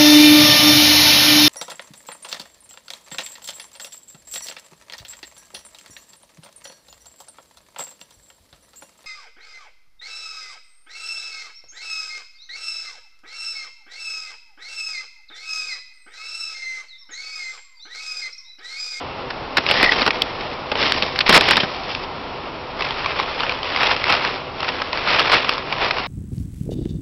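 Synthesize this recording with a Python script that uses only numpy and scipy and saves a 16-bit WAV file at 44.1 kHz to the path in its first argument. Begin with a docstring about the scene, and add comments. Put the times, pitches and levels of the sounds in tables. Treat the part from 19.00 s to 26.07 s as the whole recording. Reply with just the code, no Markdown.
"""Sharp knocks, rubbing and a creak sound right at the microphone: a small recorder on a stone table is
grabbed, swung away and swung back. Impacts ring its case, friction hisses on it and a joint sticks and slips.
Then hands lift, turn and open a paper bag, which rustles and snaps as its creases buckle.
Behind it all, fans and machines drone in the hall of a large eatery.
The recorder passes little above 6 kHz and overloads on the loudest peaks."""
import sys
import numpy as np
from scipy import signal
from scipy.io import wavfile
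from scipy.ndimage import uniform_filter1d

SR = 44100
rng = np.random.default_rng(int(sys.argv[2]) if len(sys.argv) > 2 else 0)


def store_wav(level_fs):
    """Save 16-bit WAV to argv[1]."""
    pcm = np.round(np.clip(np.atleast_2d(level_fs), -1, 1) * 32767)
    wavfile.write(sys.argv[1], SR, pcm.T.astype(np.int16))


N = 311787

# Impacts on the case: start_s, peak_db, ring_hz, thud_re_peak_db, contact_cycles (of the ring)
CASE_IMPACTS = [(0.303, -14.5, 1270, -21, 8.1), (0.569, -0.5, 1490, -15.5, 6.6),
                (0.58, -1.5, 1500, -5, 6.3), (0.664, -3.5, 2550, -16, 5.3), (0.688, -4, 2860, -15, 4.7),
                (0.711, -0.5, 2960, -11, 8.5), (0.814, -15, 1970, -8, 3.6), (0.828, 1.5, 1800, -9, 4.3),
                (0.84, -1, 1850, -20, 13.6), (0.883, -13, 1860, -20, 7.0), (0.92, -2, 2900, -16, 5.4),
                (0.933, -10, 2040, -27, 7.0), (1.019, 0, 3940, -15, 3.5), (1.063, -2.5, 1320, -9, 3.5),
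                (1.076, -2.5, 1530, -6, 5.6), (1.106, -2, 2160, -22, 5.7), (1.219, 0.5, 3530, -17, 8.5),
                (1.408, -16.5, 2210, -5, 7.9), (1.716, -10.5, 2620, 2, 6.4), (1.754, -6, 2920, -10, 4.2),
                (1.827, -7, 2630, -18, 4.9), (1.833, -6.5, 2010, -19, 5.5), (1.921, 0.5, 2950, -36, 3.1),
                (2.023, -1.5, 2800, -13.5, 4.3), (2.031, -8.5, 3740, -4.5, 4.9),
                (2.158, -12.5, 2130, -23, 6.5), (2.189, -0.5, 4090, -27, 7.0), (2.205, -2, 2740, -26, 15.6),
                (2.263, -8, 2020, -14, 6.4), (2.278, -3, 2670, -12, 3.6), (2.292, 3.5, 1670, -5, 10),
                (2.325, 2.5, 1600, -9.5, 8.4), (2.343, 2, 1730, -21, 7.0), (2.357, -2, 2050, -12, 7.7),
                (2.365, 1, 2340, -8.5, 8.6), (2.375, 1.5, 2060, -3.5, 5.1), (2.409, -2.5, 2820, -7, 6.5),
                (2.485, -4, 1550, -30, 8.5), (2.508, 3, 1950, -23, 7.9), (2.532, -2.5, 1980, -19, 6.1),
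                (2.557, -4, 2720, -19, 4.4), (2.568, 0, 3100, -10, 8.3), (2.575, -4, 1740, -4.5, 5.4),
                (2.601, -3, 3050, -9.5, 17), (2.632, -11, 1720, 3, 4.2), (2.949, -6, 2860, -37, 5.1)]

def case_knocks():
    """Impact excitation: each blow rings a damped panel resonance and sends a dull thud through the case."""
    out, noise = np.zeros(N), rng.standard_normal((len(CASE_IMPACTS), 2, 4000))
    thud_band = signal.butter(1, [170, 1000], "band", fs=SR, output="sos")
    for (start_s, peak_db, ring_hz, thud_db, cycles), (sharp, soft) in zip(CASE_IMPACTS, noise):
        contact_s = cycles / ring_hz
        crack = burst(sharp, contact_s, t60_s=5.5 * contact_s, rise_s=0.00018, low_hz=720)
        ring = resonate(crack, ring_hz, width_hz=750)
        add(out, start_s, ring + from_db(-7) * crack, peak_db)
        thud = burst(soft, contact_s, t60_s=0.053, rise_s=0.0017, low_hz=59.8)
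        add(out, start_s, signal.sosfilt(thud_band, thud), peak_db + thud_db)
    return out


# Drag on the case, a list per move (swing away, hold, swing back, bump along, settle): time_s, level_db
RUB_MOVES = [
    [(0.55, -47), (0.6, -35.5), (0.65, -32.5), (0.7, -23), (0.85, -22), (0.95, -26), (1.02, -24.5),
     (1.06, -28), (1.12, -46)],
    [(1.13, -32), (1.2, -37.5), (1.35, -42.5), (1.52, -38), (1.65, -55)],
    [(1.7, -40), (1.755, -48), (1.77, -25.5), (1.84, -21), (1.93, -26.5), (2.07, -30), (2.1, -36.5),
     (2.2, -33), (2.23, -40)],
    [(2.25, -51), (2.265, -21.5), (2.32, -20), (2.362, -8.5), (2.39, -25.5), (2.44, -22), (2.52, -19),
     (2.555, -26.5), (2.64, -30)],
    [(2.67, -35), (2.88, -35.5), (2.905, -30), (2.96, -36), (3.05, -35.5)],
]
# Weight of the low band in each of these moves: gain_db
RUB_BASS = [0, 7, -2, -2, -4.5]
# Spectral shape of the rubbed case: frequency_hz, gain_db
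CASE_SPECTRUM = [(40, -2), (120, -6), (400, -0.5), (1100, 0), (1500, -7.5), (2000, -1), (3000, -0.5),
                 (4000, -3), (5500, -3.5)]

def case_rubbing():
    """Sliding friction: skin and table drag on the case, and countless tiny contacts merge into noise."""
    level, lows_gain = move_envelopes(RUB_MOVES, RUB_BASS)
    lows, highs = crackle(CASE_SPECTRUM, per_s=1600, spread_db=3.5, clump_db=1.46,
                          decay_s=0.0016, hiss_db=-5.5, split_hz=1650)
    return level * (highs + lows_gain * lows)


def case_creak():
    """Stick-slip motion: a joint gives way at uneven intervals, each slip briefly ringing one resonance."""
    start_s, strongest_s, end_s = 0.754, 0.894, 0.92
    ring_hz, slip_gap_s = 1906, 0.0135
    out, t = np.zeros(N), np.arange(700) / SR
    swell = t ** 2.1 * np.exp(-t / 0.0016)
    slip_s = start_s
    for late, detune, shortfall, phase in rng.standard_normal((30, 4)):
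        if slip_s < end_s:
            effort_db = np.interp(slip_s, [start_s, strongest_s, end_s], [-12.5, -5, -12.5])
            pitch_hz = ring_hz * (1 + 0.024 * detune)
            ring = swell * np.sin(2 * np.pi * (pitch_hz * t + phase))
            add(out, slip_s, ring, effort_db - 4.5 * abs(shortfall))
        slip_s += slip_gap_s * np.exp(0.23 * late)
    return out


# Hands on the bag, a list per move (lift, turn, lay down, reach in, rummage, pull out): time_s, level_db
BAG_MOVES = [
    [(3.76, -47), (3.8, -26.5), (3.9, -31.5), (4.1, -28), (4.2, -25.5), (4.25, -30), (4.43, -26.5),
     (4.52, -28.5), (4.55, -32.5)],
    [(4.62, -35), (4.65, -27), (4.795, -25.5), (4.815, -19), (4.92, -17), (4.95, -27.5), (5.03, -26.5)],
    [(5.07, -24), (5.12, -16.5), (5.19, -24.5), (5.25, -24), (5.36, -29), (5.43, -38.5), (5.55, -43)],
    [(5.59, -36), (5.63, -28.5), (5.7, -28), (5.89, -34), (5.97, -27), (6.05, -26)],
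    [(6.075, -17.5), (6.2, -16.5), (6.24, -23.5), (6.29, -19), (6.335, -12), (6.37, -16), (6.4, -24.5),
     (6.52, -24.5), (6.65, -36)],
    [(6.69, -34), (6.72, -28), (6.78, -31), (6.84, -16.5), (6.93, -34), (6.99, -26), (7.03, -29),
     (7.07, -29)],
]
# Weight of the low band in each of these moves: gain_db
BAG_BASS = [-7, -10, -7.5, -8.5, -10, -5]
# Spectral shape of the rustling paper: frequency_hz, gain_db
PAPER_SPECTRUM = [(60, 0), (200, -3), (450, 3.5), (800, 4), (1130, 5), (1700, 0), (2450, 4), (3500, -1),
                  (5500, -6.5)]

def bag_rustle():
    """Buckling of a thin sheet: the paper gives under the hands in dense clusters of tiny clicks."""
    level, lows_gain = move_envelopes(BAG_MOVES, BAG_BASS)
    lows, highs = crackle(PAPER_SPECTRUM, per_s=1100, spread_db=2, clump_db=2.5,
                          decay_s=0.0011, hiss_db=-3, split_hz=970)
    return level * (highs + lows_gain * lows)


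# Large creases giving way: start_s, peak_db, low_mode_re_peak_db
CREASE_SNAPS = [(3.8072, -10, -13), (3.8215, -8.5, -22), (3.8486, -11, -19), (3.907, -11.5, -6),
                (4.0439, -16, -4), (4.0595, -6.5, -7), (4.198, -7.5, 0), (4.4042, -10, -8),
                (4.4325, -9.5, -6), (4.494, -5.5, -12), (4.5212, -11.5, -9), (4.63, -9.5, -19),
                (4.7606, -5, -14), (4.807, -5, -23), (4.8311, -3, -22), (4.8689, -4.5, -15),
                (4.9638, -9.5, -6), (5.0402, -3, -16.5), (5.0796, -9.5, -18), (5.0916, -10, -10),
                (5.1233, -3, -17), (5.1497, -6.5, -16), (5.248, -7.5, -15), (5.6044, -12.5, -12),
                (5.6289, -13, -1.5), (5.6815, -9.5, -12), (5.6874, -7, -14), (5.8177, -8.5, -4),
                (5.9295, -8.5, -8.5), (5.9728, -10, -8), (6.0751, -9, -8), (6.1434, -6.5, -4.5),
                (6.1938, -2.5, -12.5), (6.2974, -8, -13), (6.4457, -9.5, -12), (6.492, -3.5, -11),
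                (6.5355, -12, -14), (6.579, -12.5, -6.5), (6.7251, -8, -4), (6.845, -7, -11),
                (6.9087, -3.5, -10), (6.983, -10.5, -7)]
# Broad resonances of the bag walls: centre_hz, width_hz
WALL_MODES = [(1130, 130), (2490, 300)]

def bag_snaps():
    """Snap-through buckling: each crease excites two wall modes, which shift as the bag changes shape."""
    out, noises = np.zeros(N), rng.standard_normal((len(CREASE_SNAPS), 3000))
    (low_hz, low_width_hz), (high_hz, high_width_hz) = WALL_MODES
    for (start_s, peak_db, low_mode_db), noise in zip(CREASE_SNAPS, noises):
        crack = burst(noise, contact_s=0.00073, t60_s=0.014, rise_s=0.00055, low_hz=510)
        low_shift, high_shift = np.exp(0.12 * noise[-2:])
        high_mode = resonate(crack, high_hz * high_shift, high_width_hz)
        low_mode = resonate(crack, low_hz * low_shift, low_width_hz)
        add(out, start_s, high_mode + from_db(-7) * crack, peak_db)
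        add(out, start_s, low_mode, peak_db + low_mode_db)
    return out


def hall_reverberation(near, t60_s=0.14):
    """Diffuse reflection: the hall's return is a convolution with exponentially decaying noise."""
    t = np.arange(int(.6 * SR)) / SR
    tail = rng.standard_normal(len(t)) * from_db(-60 * t / t60_s) * (t > .006)
    return signal.fftconvolve(near, tail / np.sqrt(np.sum(tail ** 2)))[:N]


# Spectral shape of the ventilation and kitchen machines: frequency_hz, gain_db
DRONE_SPECTRUM = [(25, -3.5), (35, -14.5), (75, -6.5), (130, -10.5), (200, -11), (420, -8), (800, -6),
                  (1150, -6.5), (1550, -17.5), (2400, -14.5), (5000, -24)]
# Slow course of their drone: time_s, level_db
DRONE_LEVELS = [(0, -30), (1.0, -31), (2.801, -29), (3.399, -30.5), (7.07, -31.5)]
# Motor tones: pitch_hz, rms_db
MOTOR_TONES = [(120, -53.5), (144, -48.5), (260, -48), (384, -46.5), (431, -53.5), (501, -44.5),
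               (572, -51.5), (790, -50)]

def hall_machines():
    """Superposition: fans and machines blur into a wavering drone, with faint narrow-band motor tones."""
    t = np.arange(N) / SR
    drone = rms_one(coloured(rng.standard_normal((2, N)), DRONE_SPECTRUM))
    drone *= from_db(0.71 * drift(rate_hz=13))
    time_s, level_db = np.transpose(DRONE_LEVELS)
    noises = rng.standard_normal((len(MOTOR_TONES), N))
    tones = sum(from_db(rms_db) * rms_one(resonate(noise, pitch_hz, width_hz=7.7))
                for (pitch_hz, rms_db), noise in zip(MOTOR_TONES, noises))
    return from_db(np.interp(t, time_s, level_db)) * drone + tones


def burst(noise, contact_s, t60_s, rise_s, low_hz):
    """Damped transient: band-limited noise rises, holds during contact, then decays exponentially."""
    t = np.arange(len(noise)) / SR
    band = signal.sosfilt(signal.butter(2, [low_hz, 5600], "band", fs=SR, output="sos"), noise)
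    attack = 1 - np.exp(-t / rise_s)
    decay = from_db(-60 * np.maximum(t - contact_s, 0) / max(t60_s, .004))
    return band * attack * decay


def crackle(spectrum, per_s, spread_db, clump_db, decay_s, hiss_db, split_hz):
    """Shot noise: clustered, decaying puffs of uneven size over hiss, as low and high bands of rms 1."""
    onsets = rng.random(N) < per_s * from_db(clump_db * drift(rate_hz=25)) / SR
    sizes = onsets * from_db(spread_db * np.minimum(rng.exponential(1, N), 4))
    pole = np.exp(-1 / (decay_s * SR))
    puffs = rms_one(signal.lfilter([1], [1, -pole], sizes))
    sound = coloured((puffs + from_db(hiss_db)) * rng.standard_normal((2, N)), spectrum)
    lows = signal.sosfilt(signal.butter(2, split_hz, fs=SR, output="sos"), sound)
    highs = signal.sosfilt(signal.butter(2, split_hz, "high", fs=SR, output="sos"), sound)
    return rms_one(lows), -rms_one(highs)   # opposite signs let the bands join without a notch


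def move_envelopes(moves, bass_db):
    """Amplitude envelopes: the overall gain from first move to last, and each move's low-band gain."""
    t = np.arange(N) / SR
    time_s, level_db = np.transpose(np.concatenate(moves))
    gate = uniform_filter1d(1. * (t >= time_s[0]) * (t <= time_s[-1]), size=600, mode="nearest")
    starts_s = [rows[0][0] for rows in moves]
    move = np.clip(np.searchsorted(starts_s, t) - 1, 0, len(moves) - 1)
    lows_db = uniform_filter1d(np.array(bass_db, float)[move], size=2000)
    return gate * from_db(np.interp(t, time_s, level_db)), from_db(lows_db)


def resonate(x, hz, width_hz):
    """Damped oscillator: a two-pole resonance with unit gain at its peak."""
    r = np.exp(-np.pi * width_hz / SR)
    feedback = [1, -2 * r * np.cos(2 * np.pi * hz / SR), r * r]
    return signal.lfilter(np.array([1, 0, -1]) * (1 - r * r) / 2, feedback, x)


def coloured(noises, spectrum):
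    """Spectral shaping: parallel third-octave bands, fed by the noises in turn, follow the spectrum."""
    edges_hz = 22 * 2 ** np.arange(0, 8.4, 1 / 3)
    frequency_hz, gain_db = np.transpose(spectrum)
    out = np.zeros(N)
    for k, (low, high) in enumerate(zip(edges_hz, edges_hz[1:])):
        band = signal.butter(2, [low, high], "band", fs=SR, output="sos")
        band_db = np.interp(np.log(np.sqrt(low * high)), np.log(frequency_hz), gain_db)
        out += from_db(band_db) * signal.sosfilt(band, noises[k % len(noises)])
    return out


def drift(rate_hz):
    """Random modulation: low-passed noise of rms 1, drawn at every 20th sample and interpolated."""
    r = np.exp(-2 * np.pi * rate_hz * 20 / SR)
    slow = signal.lfilter([1], [1, -2 * r, r * r], rng.standard_normal(N // 20 + 2002))[2000:]
    return np.interp(np.arange(N) / 20, np.arange(len(slow)), rms_one(slow))


def add(out, start_s, sound, peak_db):
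    """Linear mixing: one event joins the output, scaled to its peak level."""
    i = int(start_s * SR)
    out[i:i + len(sound)] += (from_db(peak_db) * sound / np.abs(sound).max())[:N - i]


def from_db(db):
    """Amplitude ratio of a level in decibels."""
    return 10 ** (np.asarray(db) / 20)


def rms_one(x):
    """Normalisation to unit power."""
    return x / np.sqrt(np.mean(x ** 2) + 1e-20)


def scene():
    """Direct and reverberant fields: the close sounds add to their faint return and the machines."""
    near = case_rubbing() + case_knocks() + case_creak() + bag_rustle() + bag_snaps()
    return (near + from_db(-21) * hall_reverberation(near) + hall_machines())[None]


def record(dry):
    """Clipping distortion: low-passed sound overloads, spilling treble up to a final steep cutoff."""
    stopband_hz, overload, cutoff_hz = 6830, .73, 16300
    narrow = signal.sosfilt(signal.cheby2(14, 85, stopband_hz, fs=SR, output="sos"), dry)
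    clipped = np.clip(narrow, -overload, overload)
    return signal.sosfiltfilt(signal.ellip(8, .1, 40, cutoff_hz, fs=SR, output="sos"), clipped)


dry = scene()
out = record(dry)
store_wav(out)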